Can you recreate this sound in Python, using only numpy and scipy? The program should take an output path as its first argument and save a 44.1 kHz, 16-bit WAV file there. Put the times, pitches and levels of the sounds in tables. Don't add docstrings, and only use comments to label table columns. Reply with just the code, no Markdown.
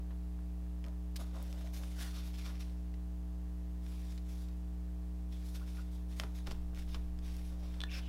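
import sys
import numpy as np
from scipy import signal
from scipy.fft import rfft, irfft
from scipy.io import wavfile
from scipy.ndimage import uniform_filter1d

SR = 44100
rng = np.random.default_rng(int(sys.argv[2]) if len(sys.argv) > 2 else 0)


def store_pcm(level_fs):
    pcm = np.round(np.clip(level_fs, -1, 1) * 32767).astype(np.int16)
    wavfile.write(sys.argv[1], SR, np.atleast_2d(pcm).T)


N = 356636
TIME, BINS = np.arange(N) / SR, np.fft.rfftfreq(N, 1 / SR)


def amp(db):
    return 10 ** (np.asarray(db) / 20)


def unit(x):
    return x / np.sqrt(np.mean(x ** 2) + 1e-20)


def read(points, hz):
    f, value = np.transpose(points)
    return np.interp(np.log(hz + 1), np.log(f + 1), value)


def add(mix, start_s, sound):
    part = mix[round(start_s * SR):][:len(sound)]
    part += sound[:len(part)]


def colour(x, db):
    return unit(irfft(rfft(x) * amp(db), N))


def wander(rate_hz):
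    return colour(rng.standard_normal(N), -10 * np.log10(1 + (BINS / rate_hz) ** 6))


def causal(db):
    log_gain = np.log(amp(np.r_[db, db[-2:0:-1]]))
    response = np.fft.ifft(np.exp(np.conj(signal.hilbert(log_gain)))).real
    return response / np.linalg.norm(response)


def lift_db(resonances, hz):
    return sum(db / (1 + (2 * (hz - f) / width) ** 2) for f, width, db in resonances)


MAINS_HZ = 59.993
# pitch_hz, level_db (rms of a line at that pitch)
HUM_ODD = [(60, -40.5), (180, -51), (300, -59), (420, -69.5), (540, -76.5), (660, -72.5), (780, -75.5),
           (900, -80.5), (1140, -83), (1450, -94.5), (1750, -87), (2250, -100), (2700, -93), (4000, -108)]
# pitch_hz, level_db (rms of a line at that pitch)
HUM_EVEN = [(120, -79.5), (240, -76), (360, -76.5), (480, -85.5), (840, -84.5), (1200, -115), (4000, -112)]


def hum(shift_rad=3.96, shift_falloff=0.73):
    turns = MAINS_HZ * (TIME - .00515)
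    cycle, orders = np.linspace(0, 1, 2049), np.arange(1, 66)
    odd = orders % 2
    line_db = np.where(odd, read(HUM_ODD, orders * MAINS_HZ), read(HUM_EVEN, orders * MAINS_HZ))
    random_phase = 2 * np.pi * rng.random(len(orders))
    shift = np.where(odd, shift_rad / orders ** shift_falloff, random_phase)
    lines = np.cos(2 * np.pi * np.outer(orders, cycle) + shift[:, None])
    wave = -np.sqrt(2) * amp(line_db) @ lines
    return np.interp(turns % 1, cycle, wave)


# pitch_hz, level_db (rms)
DRONE = [(110, -71), (139, -70), (220, -81.5), (242, -78), (468, -84.5)]
# pitch_hz, relative level_db (per Hz)
AIR = [(10, -22.5), (30, 4.5), (70, 0.5), (110, -4), (140, -7), (175, -8.5), (240, -8), (340, -14.5),
       (700, -15.5), (1300, -20), (2500, -24.5), (5000, -26.5), (10000, -29.5), (16000, -31)]


def background(air_db=-63, waver_rad=1.0):
    drone = np.zeros(N)
    for hz, db in DRONE:
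        phase = 2 * np.pi * hz * TIME + waver_rad * wander(rate_hz=4.1)
        drone += np.sqrt(2) * amp(db) * np.sin(phase)
    return drone + amp(air_db) * colour(rng.standard_normal(N), read(AIR, BINS))


# start_s, relative level_db, brightness_db_per_octave,
# decay_s (of the scuff that follows)
TAPS = [(.106, -45.5, -8.5, 0.021), (0.39, -39, -8, .002), (.842, -32, 1, 0.0011), (.849, -38, 0, 0.0017),
        (.864, -39, 3, 0.0018), (.884, -37.5, 3, .001), (1.159, -29.5, 3.5, 0.0033), (1.162, -30, 7, .0064),
        (1.169, -36, 0, 0.0034), (1.426, -26, 22, .0027), (1.5279, -30, 3.5, 0.0011),
        (1.835, -34, -3, .004), (2.94, -42, -4, 0.0043), (3.865, -37, 0, 0.002), (4.177, -40, 1, 0.0056),
        (4.486, -43, 3, 0.0034), (5.325, -40.5, 1, 0.0047), (6.1989, -12.5, 0.5, 0.00093),
        (6.2004, -22.5, -0.5, 0.0019), (6.2363, -25, -2, 0.0018), (6.464, -42, -2, 0.0053),
        (6.4694, -30, 0.5, 0.0053), (6.5106, -28, 2, 0.0019), (6.514, -24, -2, 0.0012),
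        (6.5194, -27.5, 4, .0011), (6.748, -34, 6.5, 0.00082), (6.775, -33, -4.5, 0.0011),
        (6.945, -29, -2, 0.0057), (7.189, -39.5, 2, 0.0024), (7.367, -31, 9, .001)]
# pitch_hz, relative level_db
TAP = [(100, -13), (400, -8), (900, -6.5), (1500, -1.5), (2500, -4), (3900, 2.5), (5500, -7), (7000, -11.5),
       (10000, -18), (16000, -27)]
# pitch_hz, width_hz, lift_db (hardest contact)
STRUCK = [(630, 48, 14), (1360, 200, 2), (2110, 62, 5.5), (2480, 250, 8.5), (3300, 240, 3),
          (3920, 610, -16), (5400, 550, 7.5), (11700, 1400, 9)]


def taps(scuff=0.18, soft_s=0.0049, contact_s=.00005, rise_s=0.00027):
    out, hz, t = np.zeros(N), np.fft.rfftfreq(2048, 1 / SR), np.arange(2048) / SR
    click = np.exp(-t / contact_s)
    click /= click.sum()
    for start, db, brightness, decay in TAPS:
        hardness = np.exp(-decay / soft_s)
        scuff_shape = np.exp(-t / decay) * (1 - np.exp(-t / rise_s))
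        scuffing = scuff * np.sqrt(1 - hardness) * rng.standard_normal(len(t)) * scuff_shape
        force = hardness * click + scuffing
        tilt_db = brightness * np.log2(np.maximum(hz, 400) / 2500)
        body = causal(read(TAP, hz) + hardness * lift_db(STRUCK, hz) + tilt_db)
        add(out, start, amp(db) * signal.fftconvolve(force, body))
    return out


def reflections(x, near_db=-11):
    response = np.zeros(SR // 100)
    for delay_s, share in [(.00099, 0.36), (.0026, 0.37), (.0036, .6)]:
        response[round(delay_s * SR)] += share * amp(near_db)
    return x + signal.fftconvolve(x, response)[:N]


ATTACK_S, ATTACK_SHARE = 0.017, 0.23
SAG_DB, RELEASE_S = -1, 0.034
LINGER_DB, LINGER_S = -5.5, 0.1


def stroke(start, length):
    t = np.maximum(TIME - start, 0)
    bite = np.sin(np.pi / 2 * np.minimum(t / (ATTACK_S + ATTACK_SHARE * length), 1)) ** 2
    sag = amp(SAG_DB * np.minimum(t / length, 1))
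    after = np.maximum(t - length, 0)
    release = np.maximum(np.exp(-after / RELEASE_S), amp(LINGER_DB) * np.exp(-after / LINGER_S))
    return bite * sag * release


# pitch_hz, width_hz, lift_db
SHEET = [(636, 46, 2.5), (1203, 400, -3.5), (1790, 270, -3.5), (2125, 54, 1), (2820, 270, 0.5),
         (3600, 550, 7), (5400, 2100, 4)]


def friction(spectrum, grains_per_s, spread_db, smooth, patchy_db):
    sizes = amp(spread_db * np.minimum(rng.exponential(1, N), 4)) * rng.choice([-1, 1], N)
    grains = unit(sizes * (rng.random(N) < grains_per_s / SR))
    catches = grains + smooth * rng.standard_normal(N)
    z = signal.stft(catches, nperseg=512)[2]
    patches = uniform_filter1d(rng.standard_normal(z.shape), size=4, axis=0)
    patches = unit(uniform_filter1d(patches, size=14, axis=1))
    drifting = signal.istft(z * amp(patchy_db * patches), nperseg=512)[1][:N]
    return colour(drifting, read(spectrum, BINS) + lift_db(SHEET, BINS))


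# pitch_hz, relative level_db (per Hz)
SCRAPE = [(300, -45), (800, -6), (1300, 0), (2500, -1), (3600, -6), (5500, -6), (7500, -20.5), (16000, -29)]


def snags(per_s=24, level_db=-8, decay_s=.002, spread_db=3):
    t = np.arange(1024) / SR
    catches = amp(spread_db * rng.uniform(-1.1, 1, N)) * (rng.random(N) < per_s / SR)
    bursts = signal.fftconvolve(catches, np.exp(-t / decay_s))[:N] * rng.standard_normal(N)
    return amp(level_db) * colour(bursts, read(SCRAPE, BINS))


# pitch_hz, relative level_db (per Hz)
SKIN = [(1000, -1.5), (3000, -4), (5000, -2), (7000, -1.5), (12000, -1.5), (16000, -9)]
# pitch_hz, relative level_db (per Hz)
HOLLOW = [(150, -22), (250, 0), (460, -10.5), (560, 4), (700, -0.5), (900, -6), (1170, -2), (1450, -10.5),
          (4000, -44)]
# start_s, length_s, scrape level_db,
# skin hiss level_db (relative to the scrape)
STROKES = [(1.176, 0.04, -60, -1), (1.3, 0.24, -66.5, -3), (1.53, 0.15, -64.5, -4.5),
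           (1.717, 0.064, -58.5, 1), (1.787, 0.19, -65, -1), (1.968, .075, -53.5, -1.5),
           (2.038, 0.069, -58, -6), (2.119, 0.076, -55, -6), (2.22, 0.065, -62.5, -0.5),
           (2.313, 0.11, -60, -6.5), (2.42, 0.079, -55, -7.5), (2.58, 0.038, -58.5, -5),
           (3.789, 0.36, -67.5, 0), (4.226, 0.22, -68.5, 1.5), (5.287, 0.16, -69.5, -3),
           (5.428, 0.11, -71, 7), (5.533, 0.026, -57.5, -3.5), (5.637, 0.13, -67.5, -0.5),
           (5.76, 0.041, -64, -2.5), (5.9, 0.064, -71, 1.5), (6.075, .08, -67.5, -2.5),
           (6.153, 0.069, -62, 1), (6.335, 0.051, -63.5, -2), (6.446, 0.072, -61.5, -6),
           (6.738, 0.073, -61, -4), (6.867, 0.078, -60.5, -5.5), (7.203, 0.18, -63.5, -3),
           (7.377, 0.15, -68.5, -0.5), (7.55, .3, -66.5, -7.5), (7.885, 0.1, -53.5, -9.5)]
# start_s, length_s, hollow rub level_db
SHIFTS = [(0.835, 0.038, -61), (1.177, 0.029, -55), (1.306, .1, -55.5), (1.525, 0.042, -62),
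          (1.75, 0.064, -59.5), (2.443, 0.077, -63), (5.595, 0.026, -65), (5.772, .02, -68),
          (7.497, 0.027, -58.5), (7.593, 0.062, -63), (7.747, .045, -61)]
HOLLOW_SHARE_DB = -15


def rubbing(scrape_db=0.0, skin_db=3.0, hollow_db=1.0, unsteady_db=1.5):
    scrape_power, skin_power = np.zeros((2, N))
    for start, length, db, hiss_db in STROKES:
        power = (amp(db) * stroke(start, length)) ** 2
        scrape_power += power
        skin_power += power * amp(hiss_db) ** 2
    hollow_power = scrape_power * amp(HOLLOW_SHARE_DB) ** 2
    for start, length, db in SHIFTS:
        hollow_power += (amp(db) * stroke(start, length)) ** 2

    scrape = friction(SCRAPE, grains_per_s=3000, spread_db=-1.5, smooth=0.77, patchy_db=1.5)
    scrape = np.sqrt(scrape_power) * (amp(scrape_db) * scrape + snags())
    skin = friction(SKIN, grains_per_s=4300, spread_db=0.0, smooth=0.6, patchy_db=2.6)
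    skin = np.sqrt(skin_power) * amp(skin_db) * skin
    hollow = friction(HOLLOW, grains_per_s=900, spread_db=3.5, smooth=0.53, patchy_db=2.1)
    hollow = np.sqrt(hollow_power) * amp(hollow_db) * hollow
    return (scrape + skin + hollow) * amp(unsteady_db * wander(rate_hz=35))


# pitch_hz, relative level_db (per Hz)
THUD = [(40, -13), (110, 5.5), (240, 0), (340, -1), (430, 0.5), (700, -9), (1300, -8.5), (4000, -37)]
# pitch_hz, relative level_db (per Hz)
RUMBLE = [(8, -2), (20, 13), (35, 3), (55, 6), (90, -8), (250, -45), (1000, -94)]
# start_s, thud level_db, wobble level_db (also scales the rumble)
PRESSES = [(0.861, -54.5, -74), (2.94, -67, -72), (6.209, -48, -67), (6.234, -46, -74), (6.473, -44, -40),
           (6.514, -51, -65), (6.728, -55, -58), (6.948, -46, -49)]


def presses(thud_s=0.018, wobble_hz=14.92, wobble_s=0.78, rumble_db=-3, rumble_s=0.27):
    out, t = np.zeros(N), np.arange(2 * SR) / SR
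    thuds = colour(rng.standard_normal(N), read(THUD, BINS))
    rumbles = colour(rng.standard_normal(N), read(RUMBLE, BINS))
    wobble = np.sin(2 * np.pi * wobble_hz * t) * np.exp(-t / wobble_s)
    onset = 1 - np.exp(-t / 0.0011)
    for start, thud_db, wobble_db in PRESSES:
        thud = np.roll(thuds, -round(start * SR))[:len(t)] * np.exp(-t / thud_s)
        rumble = np.roll(rumbles, -round(start * SR))[:len(t)] * np.exp(-t / rumble_s)
        shaking = wobble + amp(rumble_db) * rumble
        add(out, start, (amp(thud_db) * thud + amp(wobble_db) * shaking) * onset)
    return out


# middle_s, length_s, pitch_hz, width_hz, level_db (before the flutter)
DRAGS = [(1.653, 0.15, 660, 170, -61.5), (2.031, 0.2, 1650, 650, -58), (2.166, 0.11, 1250, 300, -65),
         (2.479, 0.13, 1290, 450, -61.5), (5.349, .13, 3430, 600, -69), (5.626, 0.063, 1410, 350, -63.5),
         (5.794, 0.044, 1410, 300, -58), (7.943, 0.17, 2590, 600, -51.5), (7.951, 0.15, 1670, 300, -59.5),
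         (7.958, 0.12, 5200, 900, -54), (8.06, 0.18, 3050, 900, -61.5)]


def drags(flutter_db=1.5):
    out = np.zeros(N)
    for middle, length, hz, width, db in DRAGS:
        pole = np.exp((2j * np.pi * hz - np.pi * width) / SR)
        noise = rng.standard_normal(SR // 4)
        ringing = unit(signal.lfilter([1], np.poly([pole, pole]), noise).real)
        swell = np.hanning(min(round(length * SR), len(ringing)))
        add(out, middle - length / 2, amp(db) * swell * ringing[:len(swell)])
    return out * amp(flutter_db * wander(rate_hz=64))


# start_s, relative level_db,
# low_modes_db (modes below 2500 Hz relative to the rest)
FLICKS = [(7.805, -36.5, -23), (7.816, -36.5, -13), (7.8372, -35, 3)]
# pitch_hz, relative level_db, t60_s (before the finger's damping)
EDGE = [(1510, -11, 0.036), (1750, -1.5, 0.028), (3200, -14, .008), (3490, 4, 0.019), (3970, -3.5, 0.015),
        (5050, -30, .02), (6370, -31, 0.017), (8430, -18, 0.027)]


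def flicks(snap_db=-9, snap_s=0.0025, damped_s=0.0096):
    out, t = np.zeros(N), np.arange(4096) / SR
    snaps = colour(rng.standard_normal(N), read(SCRAPE, BINS))
    for start, db, low_db in FLICKS:
        snap = snaps[round(start * SR):][:len(t)] * np.exp(-t / snap_s)
        add(out, start, amp(db + snap_db) * snap)
        for hz, mode_db, t60 in EDGE:
            fade = np.exp(-np.log(1000) * t / t60 - (t / damped_s) ** 2)
            level = amp(db + mode_db + low_db * (hz < 2500))
            add(out, start, level * fade * np.sin(2 * np.pi * hz * t))
    return out


# pitch_hz, t60_s
ROOM = [(150, 0.33), (1000, 0.35), (5000, 0.096), (15000, 0.15)]


def room(x, tail_db=-14):
    size = SR // 2
    echoes = rng.choice([-1., 1.], size) * (rng.random(size) < 3000 / SR)
    echoes = echoes * (np.arange(size) > .006 * SR)
    hz, t, z = signal.stft(echoes, SR, nperseg=256)
    decay = np.exp(-np.log(1000) * t / read(ROOM, hz)[:, None])
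    tail = signal.istft(z * decay, SR, nperseg=256)[1]
    return x + amp(tail_db) * signal.fftconvolve(x, tail / np.linalg.norm(tail))[:N]


def scene():
    handling = reflections(amp(4.0) * taps()) + amp(-1.0) * rubbing() + presses()
    handling += drags() + amp(-2.0) * flicks()
    return (hum() + background() + room(handling))[None]


CUTOFF_HZ = 15900


def record(dry):
    lowpass = signal.firwin(511, CUTOFF_HZ, window=("kaiser", 9), fs=SR)
    return signal.oaconvolve(dry, lowpass[None], "same")


dry = scene()
out = record(dry)
store_pcm(out)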